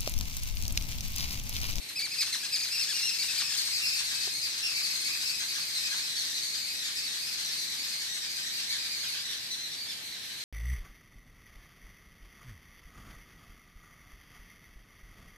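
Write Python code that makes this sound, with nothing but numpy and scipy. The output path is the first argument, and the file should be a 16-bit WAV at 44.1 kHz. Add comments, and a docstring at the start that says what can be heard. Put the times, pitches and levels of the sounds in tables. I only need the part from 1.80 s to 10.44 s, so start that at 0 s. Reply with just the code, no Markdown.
"""Tropical trees, a flock of babblers close by, taken on a hand-held phone with two microphone ports.
From the start insects hiss over a low far rumble and a faint motor, and the birds squeal and chatter:
each call a rasping arch of pitch that plunges into a harsh chuck, scattered by trunks and leaves.
Around 2 s the phone turns away and the flock starts to move off; at 2.5 s the phone is bumped once.
Towards the end the calls come lower, duller and fainter, while the insects carry on."""
import sys
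import numpy as np
from scipy import signal
from scipy.fft import rfft, irfft
from scipy.io import wavfile
from scipy.ndimage import uniform_filter1d, map_coordinates

SR = 44100
rng = np.random.default_rng(int(sys.argv[2]) if len(sys.argv) > 2 else 0)


def materialize(psi):
    """Save the field psi as 16-bit PCM at rate SR to the path in sys.argv[1].

    A 1-D psi becomes a single channel; in a 2-D psi each row is a channel.
    """
    bounded = np.clip(np.atleast_2d(psi).T, -1, 1)
    quanta = np.round(bounded * 32767).astype(np.int16)
    wavfile.write(sys.argv[1], SR, quanta)


N = 381024
T = np.arange(N) / SR

# spectra of the far rumble and of the insects: frequency_hz, gain_db
RUMBLE_SPECTRUM = [(25, -42), (50, -13), (90, -3.5), (150, -1), (330, -3.5), (520, -8.5), (900, -8),
                   (1400, -11), (2500, -21)]
INSECT_SPECTRUM = [(1100, -27.5), (1700, -6.5), (2300, -1.5), (3000, -4), (3600, -2.5), (4200, 4.5),
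                   (5000, -10), (6400, -7), (8400, -9.5), (10500, -10), (12000, -14), (15500, -40)]
# the far motor: time_s, level_db
MOTOR_LEVEL = [(0, -79), (1, -76), (1.8, -73.5), (2.5, -70), (3.3, -90), (5, -79)]
# syrinx harmonics, lowest first: gain_db
SYRINX_HARMONICS = [-2.3, 0.93, -0.84, 1, 0.93, -1.2]
# resonances of throat and beak: frequency_hz, gain_db
THROAT_RESPONSE = [(800, -16.5), (1050, -7), (1300, -9.5), (1650, -4), (2100, -9), (2700, 0), (3300, -3.5),
                   (4300, 2.5), (5300, 1.5), (6200, -1.5), (7500, -5.5), (11000, -14.5), (15500, -23)]
# the flock's typical top pitch sinks as it calms down: time_s, pitch_hz
TYPICAL_PITCH = [(0, 2400), (1.2, 2480), (2.8, 2370), (4.7, 2240), (6.3, 2250), (8.6, 2060)]
# leaves swallow the upper harmonics once the birds have flown: time_s, tilt_db_per_octave
LEAF_TILT = [(0, 1.5), (3.5, 1), (6.3, 0), (7.6, -2.5)]
# bearing as the flock flies and the phone turns: time_s, left_lead_ms, left_minus_right_db
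BEARING = [(0, 0.03, -1), (1.7, 0.045, 1), (2.1, 0.2, 0), (5.8, 0.19, -1), (8.6, 0.0012, -2.5)]
# scatter grows as the flock moves off: time_s, scattered_over_direct_db
SCATTER = [(0, -4.5), (1.4, -4.5), (2.4, 1.5), (8.6, 2)]
# three trees further from the microphone: call_count, relative_level_db, extra_scatter_db
FAR_TREES = [(130, 1, 2.5), (210, 0, 6), (320, -2, 9)]
# how excited the far birds are: time_s, level_db
CHATTER_LEVEL = [(0.0, -47), (0.19, -52), (0.34, -37), (0.77, -38), (1.01, -34), (2.36, -33.5),
                 (2.69, -36.5), (3.06, -34), (3.9, -36), (4.09, -35), (4.96, -36.5), (5.7, -35.5),
                 (6.04, -36), (7.31, -36), (7.75, -42.5), (7.94, -41.5), (8.3, -44.5), (8.64, -42.5)]
# calls close to the microphone: start_s, arch_s, top_pitch_hz, level_db, extra_fundamental_db
NEAR_SQUEALS = [(0.086,0.016,2190,-44,2.5), (0.152,0.043,2610,-37,-1.5), (0.19,0.022,2317,-36.5,-4),
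                (0.211,0.051,2373,-36.5,0), (0.309,0.037,2616,-40,-2.5), (0.377,0.05,2556,-32.5,-7),
                (0.405,0.016,2286,-32.5,0.5), (0.523,0.024,2125,-34,1), (0.628,0.027,1710,-41.5,1),
                (0.721,0.04,2533,-32,-7), (0.773,0.035,2480,-36.5,-4), (0.822,0.029,2505,-37,-2),
                (0.912,0.057,2770,-37,-6), (0.973,0.061,2720,-34.5,-7), (1.08,0.045,1750,-38,-3),
                (1.133,0.068,2865,-37.5,-6.5), (1.212,0.089,2813,-34,-6.5), (1.387,0.044,2304,-35,-4),
                (1.476,0.048,2660,-39,0.5), (1.575,0.025,2490,-34.5,-5), (1.735,0.02,1705,-36.5,-2),
                (1.77,0.03,2370,-33.5,-11), (1.915,0.057,2490,-36,-6), (1.972,0.038,2710,-44,1),
                (2.01,0.049,2763,-36.5,3), (2.052,0.039,2644,-33,-7), (2.115,0.04,2640,-38,4),
                (2.16,0.02,2400,-37,-6), (2.304,0.027,1677,-41.5,4), (2.399,0.04,2360,-37,-12),
                (2.611,0.053,2490,-36.5,-4), (2.817,0.06,2763,-35,-1), (2.935,0.067,2330,-36,-1),
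                (3.026,0.037,2300,-36.5,-7), (3.085,0.04,2283,-40.5,1), (3.24,0.042,2274,-35.5,1.5),
                (3.285,0.063,2540,-42.5,8), (3.438,0.066,2695,-37,-3), (3.6,0.025,1637,-39,2.5),
                (3.675,0.044,2290,-42,0), (3.75,0.028,1732,-37.5,1.5), (3.945,0.032,2146,-34.5,-4),
                (4.03,0.043,2594,-36,-0.5), (4.11,0.028,1697,-39.5,6.5), (4.15,0.034,2080,-37,-5),
                (4.35,0.058,2250,-37,-16), (4.435,0.04,2480,-40,-10), (4.53,0.048,2105,-37.5,-8),
                (4.625,0.037,2280,-39,-12), (4.73,0.055,2410,-39,-14), (4.87,0.044,2195,-45,-11),
                (5.028,0.048,2360,-40.5,-1), (5.15,0.048,2616,-39.5,-7), (5.215,0.039,2684,-41,-1),
                (5.615,0.041,2276,-41,-11), (5.712,0.039,2227,-40,-4), (5.762,0.044,2400,-41,-9),
                (6.762,0.044,2820,-44,-1), (6.886,0.064,2293,-36.5,-3.5), (7.125,0.034,2233,-42.5,-1),
                (7.252,0.046,1934,-43.5,-10), (7.315,0.035,2670,-43,-4), (7.482,0.052,1896,-41,-10),
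                (7.703,0.043,2072,-37.5,-9), (7.781,0.075,2113,-42.5,-6), (7.91,0.038,1877,-44.5,-13),
                (7.99,0.07,2344,-43.5,-8), (8.069,0.058,1782,-43.5,-13), (8.315,0.04,2080,-45.5,-1)]
# a calmer bird lets its call die before the plunge is over: time_s, plunge_end_gain_db
CHUCK_FADE = [(0, -14), (1.5, -11), (3.5, -9), (6.5, -15), (7.5, -28)]
# close chucks, the plunge with hardly any arch: start_s, level_db
NEAR_CHUCKS = [(0.46,-39.5), (0.592,-55), (0.79,-51), (0.843,-43), (1.19,-43), (1.547,-39.5), (1.604,-34),
               (1.701,-41), (1.87,-37.5), (2.19,-34.5), (2.655,-46), (2.76,-44), (2.901,-39), (3.137,-44),
               (3.413,-37.5), (3.877,-46), (5.598,-43), (6.045,-41)]
# modes of the phone's body: pitch_hz, level_db, t60_s
PHONE_MODES = [(404, -38, 0.032), (723, -40, 0.026), (1100, -46, 0.031)]
# colour of the two microphone ports: frequency_hz, left_db, right_db
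PORT_RESPONSE = [(2530, 3, 3), (3400, 4, 3.5), (5170, 4, 0.5), (6820, 3.5, -2), (7060, 1, -17),
                 (8460, 9, -3), (9220, 4.5, -12), (10740, -10.5, 9.5), (11580, -4, 11), (11830, -4, 15),
                 (11950, 5, 10.5), (15500, -4, 6.5)]


def undb(db):
    """Decibels to gain."""
    return 10 ** (np.asarray(db) / 20)


def unit(x):
    """Scale to rms 1."""
    return x / np.sqrt(np.mean(x ** 2) + 1e-18)


def curve(rows, t, column=1):
    """One column of a time table at times t."""
    rows = np.array(rows)
    return np.interp(t, rows[:, 0], rows[:, column])


def response(rows, hz, column=1):
    """Gain of a frequency_hz, gain_db table at the given frequencies."""
    rows = np.array(rows)
    return undb(np.interp(np.log(hz + 1), np.log(rows[:, 0]), rows[:, column]))


def colour(x, rows, column=1):
    """Filter by a frequency_hz, gain_db table."""
    size = x.shape[-1]
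    hz = np.arange(size // 2 + 1) * SR / size
    return irfft(rfft(x) * response(rows, hz, column), size)


def wander(rate, size):
    """A random drift of spread 1 that changes course `rate` times a second."""
    at = np.arange(size) * rate / SR
    knots = np.random.default_rng(rng.integers(2 ** 31)).standard_normal(int(at[-1]) + 2)
    return np.interp(at, np.arange(len(knots)), knots) / np.sqrt(2 / 3)


def decay(t, t60_s):
    """An envelope that falls 60 dB in t60_s."""
    return np.exp(-np.log(1000) * t / t60_s)


def add(track, start_s, sound):
    """Mix a sound into a track."""
    i = int(np.clip(start_s * SR, 0, N - 1))
    track[i:i + len(sound)] += sound[:N - i]


def rumble(level_db=-59):
    """Low noise from far off, partly shared by the two ports."""
    noise = rng.standard_normal((2, N)) + 0.82 * rng.standard_normal(N)
    return undb(level_db) * unit(colour(noise, RUMBLE_SPECTRUM))


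def insects(level_db=-46.5):
    """Insects on all sides of the microphone merge into a shimmering hiss."""
    shimmer = undb(1.2 * wander(25, N))
    hiss = colour(rng.standard_normal((2, N)), INSECT_SPECTRUM)
    return undb(level_db) * unit(hiss * shimmer)


def motor(pitch_hz=92):
    """A motor a long way off: one faint, unsteady tone."""
    hz = pitch_hz * (1 + 0.039 * wander(7.1, N))
    return unit(np.sin(2 * np.pi * np.cumsum(hz) / SR)) * undb(curve(MOTOR_LEVEL, T))


def squeal(arch_s, top_hz, rasp, bright_db, throat_size=1, fundamental_db=0, treble_db=0,
           arch_depth=.16, plunge_s=.017, chuck_db=-7, hiss_db=-14):
    """One call: the pitch arches, then plunges over an octave as the syrinx breaks into a rough chuck."""
    size = int((arch_s + plunge_s) * SR)
    t = np.arange(size) / SR
    across = 2 * np.minimum(t / arch_s, 1) - 1  # -1 to 1 over the arch
    fall = np.maximum(t - arch_s, 0) / plunge_s  # 0 to 1 over the plunge
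    bend = arch_depth / (1 + (arch_s / 0.1286) ** 4)  # long notes are held level
    hz = top_hz * (1 - bend * across ** 2) * np.exp(-.8 * fall ** 1.25)
    rough = rasp + .6 * np.sqrt(fall)
    jitter = (.075 * rough + .03 * fall) * wander(1800, size) + .008 * wander(130, size)
    phase = 2 * np.pi * np.cumsum(hz * (1 + jitter)) / SR
    # tilts per octave: a rough syrinx closes harder and brightens, the closing beak dulls the plunge
    edge_db = 4 * (rough - .4) + treble_db
    tilt_db = bright_db - 3.5 * fall
    voice = 0
    for k, db in enumerate(SYRINX_HARMONICS, 1):
        octaves = np.log2(k / 2)
        db = db + fundamental_db * (k == 1) + tilt_db * octaves
        if k > 2:
            flicker_db = 2.5 * wander(70, size)
            db = db + edge_db * octaves + flicker_db
        voice = voice + undb(db) * response(THROAT_RESPONSE, k * hz * throat_size) * np.sin(k * phase)
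    # turbulent air, rich in treble, scratches through the same throat
    turbulence = np.diff(rng.standard_normal(size + 1))
    hiss = unit(colour(turbulence, THROAT_RESPONSE)) * rough * undb(hiss_db)
    attack = np.minimum(t / (.22 * arch_s), 1)
    release = undb(chuck_db * fall ** .75) * np.sqrt(np.clip(5 * (1 - fall), 0, 1))
    flutter = undb(3.5 * rough * wander(703, size) - 2 * rough)
    return (voice + hiss) * attack * release * flutter


def chatter(call_count, scold_share=.41, pitch_spread=.31, size_spread=.029):
    """The birds of one far tree mix brief squeals with shorter, lower, harsher scolds."""
    out = np.zeros(N)
    for k, (when, kind, long, high, loud, harsh, build) in enumerate(rng.random((call_count, 7))):
        time_s = (k + when) / call_count * N / SR
        hz = curve(TYPICAL_PITCH, time_s) * (1 + pitch_spread * (high - .5))
        rasp = .14 + .44 * harsh
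        throat_size = 1 + size_spread * (2 * build - 1)  # a bigger bird has lower resonances
        voice = dict(bright_db=-1, throat_size=throat_size, fundamental_db=-1,
                     treble_db=curve(LEAF_TILT, time_s), arch_depth=.13, chuck_db=-15)
        if kind < scold_share:
            call = squeal(.008 + .014 * long, .88 * hz, rasp + .2, **voice)
        else:
            call = squeal(.022 + .04 * long, hz, rasp, **voice)
        add(out, time_s - .03, call * undb(5 * loud))
    return out


def through_trees(source, extra_scatter_db, spray_t60_s, tail_db, tail_t60_s=.7):
    """At the ports: direct sound, a spray of echoes off leaves and trunks, a faint tail from the wood."""
    t = np.arange(SR) / SR
    envelope = decay(t, spray_t60_s) + undb(tail_db) * decay(t, tail_t60_s)
    onset = 1 - np.exp(-t / 0.008)
    echoes = rng.standard_normal((2, SR)) ** 3 * envelope * onset  # cubed noise is spiky
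    echoes /= np.sqrt(np.sum(echoes ** 2, axis=1, keepdims=True))
    right_delay_s = curve(BEARING, T) / 1000
    right = map_coordinates(source, [(T - right_delay_s) * SR], order=3)
    scattered = signal.fftconvolve(source[None], echoes, axes=1)[:, :N]
    scatter = undb(curve(SCATTER, T) + extra_scatter_db)
    return (np.array([source, right]) + scatter * scattered) / np.sqrt(1 + scatter ** 2)


def far_birds(smoothing_s=.071, trim_db=-1.31):
    """Three trees further off, each with its own echoes, evened out into a continuous chatter."""
    groups = np.array([chatter(count) * undb(db) for count, db, _ in FAR_TREES])
    power = np.sum(groups ** 2, axis=0)
    running_rms = np.sqrt(uniform_filter1d(power, int(smoothing_s * SR)) + 0.0086 * np.mean(power))
    gain = undb(curve(CHATTER_LEVEL, T) + trim_db) / running_rms
    return sum(through_trees(group * gain, extra_scatter_db, spray_t60_s=.18, tail_db=-14)
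               for group, (_, _, extra_scatter_db) in zip(groups, FAR_TREES))


def near_birds():
    """Calls close to the microphone: the shorter and lower the note, the harsher and brighter."""
    out = np.zeros(N)
    for start_s, arch_s, top_hz, level_db, fundamental_db in NEAR_SQUEALS:
        halvings = np.log2(.043 / arch_s)  # against a typical arch of 43 ms
        octaves_down = np.log2(curve(TYPICAL_PITCH, start_s) / top_hz)
        rasp = .2 + .17 * halvings + .21 * octaves_down
        call = squeal(arch_s, top_hz, np.clip(rasp, .1, 1), bright_db=-5 + 7.5 * rasp,
                      fundamental_db=fundamental_db, treble_db=curve(LEAF_TILT, start_s),
                      chuck_db=curve(CHUCK_FADE, start_s), hiss_db=-3)
        add(out, start_s, undb(level_db) * unit(call))
    for start_s, level_db in NEAR_CHUCKS:
        chuck = squeal(arch_s=.008, top_hz=2200, rasp=.45, bright_db=-1.5)
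        add(out, start_s, undb(level_db) * unit(chuck))
    return through_trees(out, extra_scatter_db=-1, spray_t60_s=.23, tail_db=-13)


def phone_bump(start_s=2.473, attack_s=.0012):
    """Handling noise: a soft knock rings briefly in the phone's body."""
    out = np.zeros(N)
    t = np.arange(SR // 10) / SR
    ring = sum(undb(db) * np.sin(2 * np.pi * hz * t) * decay(t, t60_s) for hz, db, t60_s in PHONE_MODES)
    add(out, start_s, ring * (1 - np.exp(-t / attack_s)))
    return out


def scene():
    """What reaches the phone: birds panned by their bearing, the background and the bump."""
    side_db = curve(BEARING, T, column=2) / 2
    birds = (near_birds() + far_birds()) * undb([side_db, -side_db])
    return birds + rumble() + insects() + motor() + phone_bump()


def record(dry):
    """The phone's microphones: each port has its own treble resonances; the top is cut at 15.5 kHz."""
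    left = colour(dry[0], PORT_RESPONSE, column=1)
    right = colour(dry[1], PORT_RESPONSE, column=2)
    lowpass = signal.ellip(10, .2, 70, 15500, fs=SR, output="sos")
    return signal.sosfilt(lowpass, np.array([left, right]))


dry = scene()
out = record(dry)
materialize(out)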